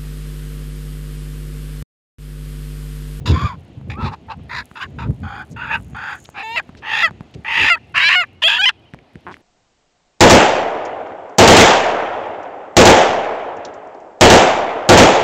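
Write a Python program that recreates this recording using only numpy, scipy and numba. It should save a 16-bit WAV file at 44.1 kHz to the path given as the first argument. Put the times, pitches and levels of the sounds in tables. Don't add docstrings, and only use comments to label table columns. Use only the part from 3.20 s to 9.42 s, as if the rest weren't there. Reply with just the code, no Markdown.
import sys
import numpy as np
from scipy import signal
from scipy.io import wavfile
from scipy.ndimage import uniform_filter1d
from numba import njit

SR = 44100
rng = np.random.default_rng(int(sys.argv[2]) if len(sys.argv) > 2 else 0)


def persist_wave(psi):
    counts = np.round(np.clip(psi, -1, 1) * 32767).astype(np.int16)
    wavfile.write(sys.argv[1], SR, np.atleast_2d(counts).T)


N = 274162

# f/Hz, relative level per Hz/dB
AIR_SPECTRUM = [(140, -31), (230, 1.5), (370, -17.5), (441, -7.5), (536, -10.5), (585, -17), (662, 2),
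                (832, -19), (1840, -15.5), (2960, -16), (15500, -60.5)]
AIR_DB = -54.5

# peak t/s, level/dB, rise/s, fall/s, flutter relative to the thump/dB
THUMPS = [(0.02, -24.0, 0.026, 0.024, -19), (0.1, -13, 0.061, 0.18, -9.5),
          (0.18, -13.0, 0.028, 0.043, -12.5), (0.24, -18.5, 0.033, 0.16, -16),
          (0.58, -26, 0.02, 0.04, -26.0), (0.68, -26.5, 0.13, 0.14, -11.5), (0.789, -22, 0.025, 0.07, -5.5),
          (0.85, -15, 0.067, 0.073, -11.5), (1.18, -29.5, 0.18, 0.093, -18), (1.42, -36, 0.36, 0.026, -14),
          (1.75, -27, 0.121, 0.29, -10.5), (1.89, -16.5, 0.079, 0.1, -12.5), (2.04, -23.0, 0.22, 0.12, -21),
          (2.32, -27, 0.047, 0.11, -11.5), (2.57, -30.0, 0.35, 0.29, -14), (2.75, -30, 0.087, 0.082, -13.5),
          (3.55, -44, 0.603, 0.95, -4), (3.94, -32.5, 0.22, 0.13, -8.5), (4.159, -26.5, 0.031, 0.065, -7.5),
          (4.44, -33.5, 0.14, 0.07, 0), (4.81, -43, 0.62, 0.7, -7.5), (5.75, -40.5, 0.036, 0.115, -4.0),
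          (5.96, -38.5, 0.022, 0.039, -4), (6.069, -44.5, 0.035, 0.22, 1.0)]
THUMP_SPAN_DB = 21.5
# t/s, level/dB
BREEZE = [(0, -48.5), (2.9, -49), (3.3, -52.5), (4.0, -51), (5.2, -53.5), (5.7, -55.5), (6.22, -66)]
BREEZE_FLUTTER_DB = -2.5
# f/Hz (sounded 1 % lower by modes), width/Hz, relative level/dB
BUFFET_MODES = [(82, 70, 4.5), (125.8, 108, 2.5), (200.7, 117, -9)]

# t/s, level/dB
CRACKLE_LEVEL = [(0, -65), (1.9, -59.5), (2.3, -56.5), (3.1, -50), (3.7, -63.5), (6.22, -69)]
CRACKLE_RATE = 56

# t/s, click level/dB, thud relative to click/dB, click f/Hz
TICKS = [(0.613, -29, 5, 703), (1.196, -39.5, 15.5, 1094), (1.514, -22, -4.5, 1170),
         (1.907, -31.5, 17.5, 769), (2.602, -28, -2, 985), (2.733, -34, 12.5, 1300),
         (3.09, -17.5, -14, 710), (3.492, -23.5, 2, 703), (3.496, -29.5, 2, 1090), (3.551, -26, -1, 1670),
         (3.909, -18, -6, 840), (4.008, -19, 4, 866), (5.711, -44, -14, 980), (5.737, -19, 0.5, 1710),
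         (5.745, -18, -23, 714.3), (5.789, -27, -9, 2200), (5.956, -23, 4.5, 1680), (6.085, -20, -23, 1010),
         (6.101, -24, -27, 1060), (6.142, -16.5, -33, 1940), (6.168, -25.5, -16, 1400)]
# t/s, level/dB (before a fixed scale in rustle), centre f/Hz, length/s
RUSTLES = [(2.3, -33.5, 6560, 0.046), (3.043, -27, 3280, 0.021), (3.565, -34, 3530, 0.023),
           (3.579, -34.5, 3510, 0.024), (4.1348, -28.5, 3030, 0.024), (6.102, -33, 2530, 0.045),
           (6.12, -38.5, 2500, 0.051)]
# start t/s, end t/s
CREAK_SPAN = (6.067, 6.125)
CREAK_RATE, CREAK_DB, CREAK_FADE_S = 182, -16, 0.052

# windpipe/dB, throat/dB, beak/dB, palate/dB, hiss/dB;
#   windpipe f/Hz, throat f at start/Hz, throat f at end/Hz, beak f/Hz, palate f at the loudest/Hz,
#   blur (scale of the core widths), throb depth/dB
RASPS = [(0.055, 0.068, 0.125, 16, 5.5, -29, -41, -30.5, -26.5, -33, 973, 1870.0, 1000.0, 2800.0, 3680, 1.2, 2.3),
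         (0.12, 0.27, 0.36, -1, 21, -30, -47, -39.5, -40, -44.5, 1066, 1830, 1440, 2350.0, 3400, 0.64, 1.5),
         (0.697, 0.707, 0.76, 4.0, 17, -39, -40, -32.5, -41.0, -49.5, 853, 1810, 2040, 2500.0, 3600, 1.1, 4.7),
         (0.77, 0.877, 0.915, 36, 23, -28.5, -33, -36.0, -37, -62, 896, 1140.0, 1240, 2640, 3840, 1.47, 1.0),
         (0.91, 0.944, 0.957, 19, 23.0, -31, -46, -45.5, -47, -60.5, 863.0, 1100.0, 1300.0, 2600.0, 3740.0, 1.5, 0.6),
         (1.08, 1.12, 1.149, 44, 22, -28, -38.5, -38, -43.5, -62, 862, 1100.0, 1300.0, 2670, 4100, 1.14, 2.2),
         (1.292, 1.4, 1.4324, 15.0, 26, -32.5, -28.5, -38.0, -35.0, -45, 1000.0, 1900, 1720, 2630.0, 4020, 1.4, 3),
         (1.553, 1.575, 1.6, 8, 7, -37, -35.5, -41.0, -43, -54, 978, 1450.0, 1440.0, 2830.0, 3500, 1.3, 2.1),
         (1.597, 1.632, 1.67, 14, 30, -29, -29, -32.5, -37.5, -44, 1112.0, 1500.0, 1630.0, 2820.0, 3530, 1.23, 0.6),
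         (1.784, 1.833, 1.88, -3.0, 21, -33.5, -38.5, -43.0, -47, -56.5, 955, 1440, 1430, 2640.0, 3650.0, 1.23, 1.8),
         (2.03, 2.218, 2.25, 5.5, 27, -36.5, -34.5, -49.0, -49, -56.0, 830.0, 1400.0, 1550, 2490.0, 3330, 0.73, 1.3),
         (2.36, 2.473, 2.52, 8, 4.0, -37.5, -30, -36, -47, -57.0, 927, 1420, 1560.0, 2690.0, 3470, 0.89, 0.78),
         (2.495, 2.555, 2.6, 16, 44.5, -25, -22.5, -22.5, -36.5, -47.0, 930.0, 1795, 1480, 2690.0, 3480, 0.85, 0.7),
         (2.745, 2.935, 2.998, 7.5, 35, -37, -29.0, -44, -44.5, -51, 851, 1460.0, 1590, 2670.0, 3370.0, 1.24, 1.4),
         (3.14, 3.204, 3.235, 21.0, 2.5, -33.5, -36.5, -31.5, -43.5, -59, 815.0, 1450.0, 1860, 2520.0, 3900, 1.03, 0.3),
         (3.395, 3.398, 3.42, 2.0, 44, -28, -24.0, -29, -42, -46, 854, 1580.0, 1660.0, 2000.0, 3300.0, 1.1, 1.1),
         (3.62, 3.827, 3.835, 29.5, -4, -28, -20, -21, -24.0, -36, 867.5, 1780, 1874, 2736.0, 3430, 1, 1.4),
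         (3.872, 3.876, 3.9, 2.5, 23, -32.0, -26, -46, -43, -47.5, 870.0, 1700, 1400.0, 2440.0, 3400.0, 0.83, 1.2),
         (4.245, 4.49, 4.505, 23, -1.5, -26.0, -16.5, -15, -22.5, -33, 886, 1960, 1780, 2597.0, 3180, 1.24, 1.5),
         (4.552, 4.556, 4.585, 3.5, 21, -32.5, -30.5, -36, -49, -69, 910.0, 1200.0, 1830.0, 1900.0, 3330.0, 0.65, 3.0),
         (4.74, 4.78, 4.85, 21, 9, -24, -16.5, -15.0, -29, -39.5, 1060, 1550, 1980.0, 2680.0, 3900.0, 1.47, 0.99),
         (4.887, 4.94, 4.958, 1.0, 1.5, -22.5, -16.0, -14.0, -25.5, -40.5, 1102, 1840, 1790, 2670.0, 3860, 1.2, 0.6),
         (5.032, 5.036, 5.055, 3.0, 26, -27.5, -28.5, -29, -48.0, -53.5, 1200.0, 1930.0, 1750.0, 2510.0, 3330.0, 1.6, 2.7),
         (5.218, 5.238, 5.243, 12, 3, -28, -23.5, -16.5, -16, -32.0, 988.0, 1780, 1730, 2800.0, 3280.0, 0.77, 1.1),
         (5.276, 5.288, 5.388, 0, 6.5, -27, -19.5, -15.5, -15, -31.5, 936, 1660, 1724, 2700.0, 3250, 0.51, 1.1),
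         (5.488, 5.493, 5.514, 1.0, 27, -28, -17, -27, -19, -35.5, 903, 1620.0, 1520, 2860.0, 3340, 1.76, 1.1)]
SWELL_SHARE = (0.38, 0.73, 1.04, 0.98, 1.14)
FADE_SHARE = (0.76, .75, 1.12, 1.24, 1.25)
SWELL_BEND, FADE_BEND = 2.57, 1.2
GAPE_RISE = 0.0046
THROB_HZ = 55
# f/Hz at full gape, width/Hz, relative level/dB
HISS_MODES = [(4650, 700, 2), (6700, 800, -7.5), (6910, 170, -9), (8340, 1700, -20), (11400, 1500, -21),
              (13500, 2300, -22)]

# t/s, pitch f/Hz, level/dB
NOTES = [
    [(3.23, 438, -30.5), (3.29, 448, -27.5), (3.345, 468, -26.5), (3.364, 487, -23.5)],
    [(3.36, 696, -22.5), (3.38, 658, -15.5), (3.4, 586, -25.5)],
    [(3.83, 677, -12), (3.846, 667, -9.5), (3.864, 630, -14), (3.877, 592, -29)],
    [(4.5, 710, -10.5), (4.522, 692.5, -7.5), (4.542, 655, -15), (4.557, 628, -23)],
    [(4.8, 309, -18), (4.845, 326.3, -12), (4.88, 341.5, -10.5), (4.892, 344, -9)],
    [(4.953, 742, -9.5), (4.975, 718, -12.5), (4.997, 725, -12.5), (5.017, 685, -15), (5.036, 610, -26.5)],
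    [(5.236, 605, -11), (5.25, 640, -10.5), (5.266, 669, -9), (5.28, 698, -10)],
    [(5.382, 723, -26.5), (5.395, 745, -13), (5.408, 756, -14), (5.419, 813, -16.5)],
    [(5.414, 795, -17), (5.43, 823, -14), (5.443, 847, -9.5), (5.452, 765, -16), (5.459, 860, -14)],
    [(5.455, 892, -9), (5.463, 1015, -8), (5.476, 1027, -9.5), (5.486, 1037, -11.5), (5.496, 862, -17)],
]
VOWELS = [
    [-18, -0.2, -27, -10, -10.5, -6.5, -21, -13.5, -18, -30, -27],
    [-13, -12, -2, 1, -36, -20.5, -19, -30],
    [-17, -5, 1, -8.5, -10.5, -31, -20.5, -23.5],
    [-17.5, -2.5, 0, -0.5, -19.5, -27, -16, -40],
    [-50, -26, -12.5, -27.5, 3, -14.5, 5.5, -3.5, -0.5, -4.5, -33.5, -0.5, -14, -14, -13, -17, -22],
    [-12.5, -3, -0.7, -1.5, -21, -20, -25, -35],
    [-15, -21.5, -15, -4.5, 0, -30, -23, -45],
    [-24, -5.5, -27, -6, -19, -20, -45],
    [-13, -6, -1, -0.5, -22, -20.5, -27.5],
    [-11.5, 0, 6, -18.5, -15.5, -20.5],
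]
# f/Hz, relative level/dB
UPPER = [(4000, -32.5), (5500, -46), (7000, -30.5), (9000, -53.5), (12000, -45), (15500, -56.5)]
BREATH_DB = [-39, -7.5, -27.5, -30, -16, -24, -22, -38.5, -33.5, -15.5]

# t/s, pitch f/Hz, level/dB
SQUEALS = [
    [(.115, 960, -44), (.17, 1060, -28.5), (.215, 1170, -30), (.25, 1215, -25), (.29, 1130, -35),
     (.335, 880, -34)],
    [(.735, 1040, -42), (.78, 1270, -37), (.815, 1360, -32.5), (.85, 1260, -33), (.89, 980, -30)],
]
SQUEAL_DB = [-2.5, -20]

# delay t/s, level/dB
HILLS = [(.115, -48), (.197, -45), (.27, -62.5)]
HILL_HZ = 2640
TOP_HZ = 15750


def undb(db):
    return 10 ** (np.asarray(db) / 20)


def unit(x):
    return x / np.sqrt(np.mean(x ** 2))


@njit
def svf(x, hz, width):
    y, b, l = np.empty(len(x)), 0., 0.
    for i in range(len(x)):
        g, k = np.tan(np.pi * hz[i] / SR), width / hz[i]
        v = (b + g * (x[i] - l)) / (1 + g * (g + k))
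        b, l, y[i] = 2 * v - b, l + 2 * g * v, k * v
    return y


def band(x, hz, width):
    hz = hz + np.zeros(len(x))
    return svf(svf(x, hz, 1. * width), hz, 1. * width)


def modes(x, table, shift=0.99):
    return unit(sum(undb(db) * unit(band(x, hz * shift, width)) for hz, width, db in table))


def walk(rate, size):
    k = int(SR / rate)
    steps = np.repeat(rng.standard_normal(size // k + 2), k)
    return unit(uniform_filter1d(uniform_filter1d(steps, k), k)[:size])


def stretch(table, edge_s=0.0044):
    s, *columns = np.transpose(table)
    span = slice(int(s[0] * SR), int(s[-1] * SR))
    t = np.arange(span.start, span.stop) / SR
    gate = np.clip(np.minimum(t - s[0], s[-1] - t) / edge_s, 0, 1)
    return span, [np.interp(t, s, c) for c in columns], gate


def air():
    out, swell = 0, walk(1.7, N)
    hz, db = np.transpose(AIR_SPECTRUM)
    for centre in 250 * 2 ** np.arange(0, 6.1, .5):
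        flicker_db = 1.51 * walk(26, N)
        gain_db = np.interp(np.log(centre), np.log(hz), db) + 0.64 * swell + flicker_db
        out = out + undb(gain_db) * band(rng.standard_normal(N), centre, centre / 2)
    return unit(out) * undb(AIR_DB)


def wind():
    t = np.arange(N) / SR
    buffet_gain = undb(np.interp(t, *np.transpose(BREEZE)))
    flutter_gain = buffet_gain * undb(BREEZE_FLUTTER_DB)
    for s, db, rise_s, fall_s, flutter_db in THUMPS:
        thump = undb(db - THUMP_SPAN_DB * np.maximum((s - t) / rise_s, (t - s) / fall_s))
        buffet_gain = np.hypot(buffet_gain, thump)
        flutter_gain = np.hypot(flutter_gain, thump * undb(flutter_db))
    eddies = rng.standard_normal(N) * undb(2.7 * walk(25.01, N))
    buffet = unit(band(modes(eddies, BUFFET_MODES), 94.5, 390))
    flutter = unit(band(band(eddies, 317, 340), 317, 340))
    return buffet * buffet_gain + flutter * flutter_gain


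def crackle():
    chance, size_draw = rng.random((N, 2)).T
    clustering = undb(8. * walk(6, N))
    strength = undb(-3.5 * np.log(1 - size_draw))
    snaps = (chance < CRACKLE_RATE / SR * clustering) * strength
    tails = signal.lfilter([1], [1, -np.exp(-1 / (0.00093 * SR))], snaps)
    snaps = band(tails * rng.standard_normal(N), 8800, 10000)
    hiss = undb(-17.5 + 5. * walk(5.1, N)) * unit(band(rng.standard_normal(N), 6760, 1300))
    s, db = np.transpose(CRACKLE_LEVEL)
    return (snaps + hiss) * undb(np.interp(np.arange(N) / SR, s, db))


def ring(hz, decay_s, rise_s=0.00016):
    t = np.arange(int(.04 * SR)) / SR
    return np.sin(2 * np.pi * hz * t) * np.exp(-t / decay_s) * (1 - np.exp(-(t / rise_s) ** 2))


def tick(thud_db, hz):
    crack = 0.09 * rng.standard_normal(int(.04 * SR)) * ring(2400, 0.0014)
    return ring(hz, 0.00054) + crack + undb(thud_db) * ring(179, 0.0027)


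def rustle(hz, length_s):
    size = int(length_s * SR)
    grains = rng.standard_normal(size) * undb(4 * walk(500, size))
    return 0.17 * unit(band(grains, hz, 4000)) * np.hanning(size)


def creak(out):
    start, end = CREAK_SPAN
    rings = ring(1030, 0.00092) + 0.56 * ring(278, 0.002) + 0.32 * ring(1460, 0.0013)
    slip = band(rings, 890, 3560)
    for s in np.arange(start, end, 1 / CREAK_RATE):
        late_s = 0.00031 * rng.standard_normal()
        gain = undb(CREAK_DB + 1.6 * rng.standard_normal()) * np.exp((start - s) / CREAK_FADE_S)
        out[int((s + late_s) * SR):][:len(slip)] += gain * slip


def grip():
    out = np.zeros(N + SR)
    for s, db, thud_db, hz in TICKS:
        sound = tick(thud_db, hz)
        out[int(s * SR):][:len(sound)] += undb(db) * sound
    for s, db, hz, length_s in RUSTLES:
        sound = rustle(hz, length_s)
        out[int(s * SR):][:len(sound)] += undb(db) * sound
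    creak(out)
    return signal.sosfilt(signal.butter(2, 7000, fs=SR, output="sos"), out[:N])


def squeal(table):
    span, (hz, db), gate = stretch(table, edge_s=0.0038)
    size = len(gate)
    phase = 2 * np.pi * np.cumsum(hz * (1 + 0.018 * walk(115, size))) / SR
    tone = sum(undb(over_db) * np.sin(k * phase) for k, over_db in enumerate(SQUEAL_DB, 1))
    return span, unit(tone) * undb(db + 3.3 * walk(54.2, size)) * gate


def rasp(row, jitter=0.11, scatter_db=3.5, breath=1.0):
    start, loudest, end, swell_db, fade_db = row[:5]
    span, (before, after), gate = stretch([(start, 1, 0), (loudest, 0, 0), (end, 0, 1)])
    pipe_db, throat_db, beak_db, palate_db, hiss_db = (
        db - up * swell_db * before ** SWELL_BEND - down * fade_db * after ** FADE_BEND
        for db, up, down in zip(row[5:10], SWELL_SHARE, FADE_SHARE))
    pipe_hz, throat_from_hz, throat_to_hz, beak_hz, palate_hz, blur, throb_db = row[10:]
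    gape = 1 - GAPE_RISE * swell_db * before
    size = len(gate)

    beat = np.floor(np.cumsum(pipe_hz * (1 + jitter * walk(700, size)) / SR)).astype(int)
    slaps = np.diff(beat, prepend=0) * undb(scatter_db * rng.standard_normal(size))
    source = unit(slaps) + breath * rng.standard_normal(size)
    source = source * undb(throb_db * np.sin(2 * np.pi * THROB_HZ * np.arange(size) / SR))

    sway = 1 + 0.023 * walk(30.1, size)
    throat_hz = np.linspace(throat_from_hz, throat_to_hz, size) * sway
    chest = undb(-15) * unit(band(source, 0.68 * pipe_hz, 260))
    pipe_core = unit(band(source, pipe_hz * sway, 190 * blur))
    pipe_shoulder = undb(-4.5) * unit(band(band(source, 1.25 * pipe_hz, 780), 1.25 * pipe_hz, 830))
    pipe = unit(chest + pipe_core + pipe_shoulder)
    throat_core = unit(band(source, throat_hz, 260 * blur))
    throat = unit(throat_core + undb(-9.5) * unit(band(source, throat_hz, 1100)))
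    beak = unit(band(source, beak_hz * sway, 450 * blur))
    palate = unit(band(source, palate_hz * gape, 800 * blur))
    hiss = modes(source, HISS_MODES, gape)
    voice = undb(pipe_db) * pipe - undb(throat_db) * throat
    voice = voice + undb(beak_db) * beak + undb(palate_db) * palate + undb(hiss_db) * hiss
    return span, voice * gate


def note(table, vowel, breath_db):
    span, (hz, db), gate = stretch(table, edge_s=0.0017)
    size = len(gate)
    hz = uniform_filter1d(hz, int(0.0067 * SR), mode="nearest")
    phase = 2 * np.pi * np.cumsum(hz * (1 + 0.002 * walk(197, size))) / SR
    upper_hz, upper_db = np.transpose(UPPER)
    tone = 0
    for k in range(1, int(TOP_HZ / hz.max())):
        if k <= len(vowel):
            gain_db = vowel[k - 1]
        else:
            gain_db = np.interp(np.log(k * hz), np.log(upper_hz), upper_db)
        shake = min(1 + (k * hz.mean() / 4000) ** 2, 4.)
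        gain = undb(gain_db + shake * walk(90, size))
        wobble = 0.089 * shake * walk(250, size)
        tone = tone + gain * np.cos(k * phase - 1.2 * k ** 2 + wobble)
    tone = unit(tone)
    breath = unit(tone * band(rng.standard_normal(size), 270, 500))
    return span, (tone + undb(breath_db) * breath) * undb(db) * gate


def echo(voice):
    out = np.zeros(N)
    far = band(voice, HILL_HZ, 1300)
    for delay_s, db in HILLS:
        lag = int(delay_s * SR)
        out[lag:] += undb(db) * far[:-lag]
    return out


def hen():
    voice = np.zeros(N)
    parts = [squeal(table) for table in SQUEALS]
    parts += [rasp(row) for row in RASPS]
    parts += [note(*call) for call in zip(NOTES, VOWELS, BREATH_DB)]
    for span, sound in parts:
        voice[span] += sound
    return voice + echo(voice)


def scene():
    return np.tile(air() + wind() + crackle() + grip() + hen(), (2, 1))


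def record(dry):
    bass_cut = signal.sosfilt(signal.butter(3, 55, "high", fs=SR, output="sos"), dry)
    rounded = np.tanh(0.85 * bass_cut) / 0.82
    return signal.sosfilt(signal.ellip(8, .2, 70, TOP_HZ, fs=SR, output="sos"), rounded)


dry = scene()
out = record(dry)
persist_wave(out)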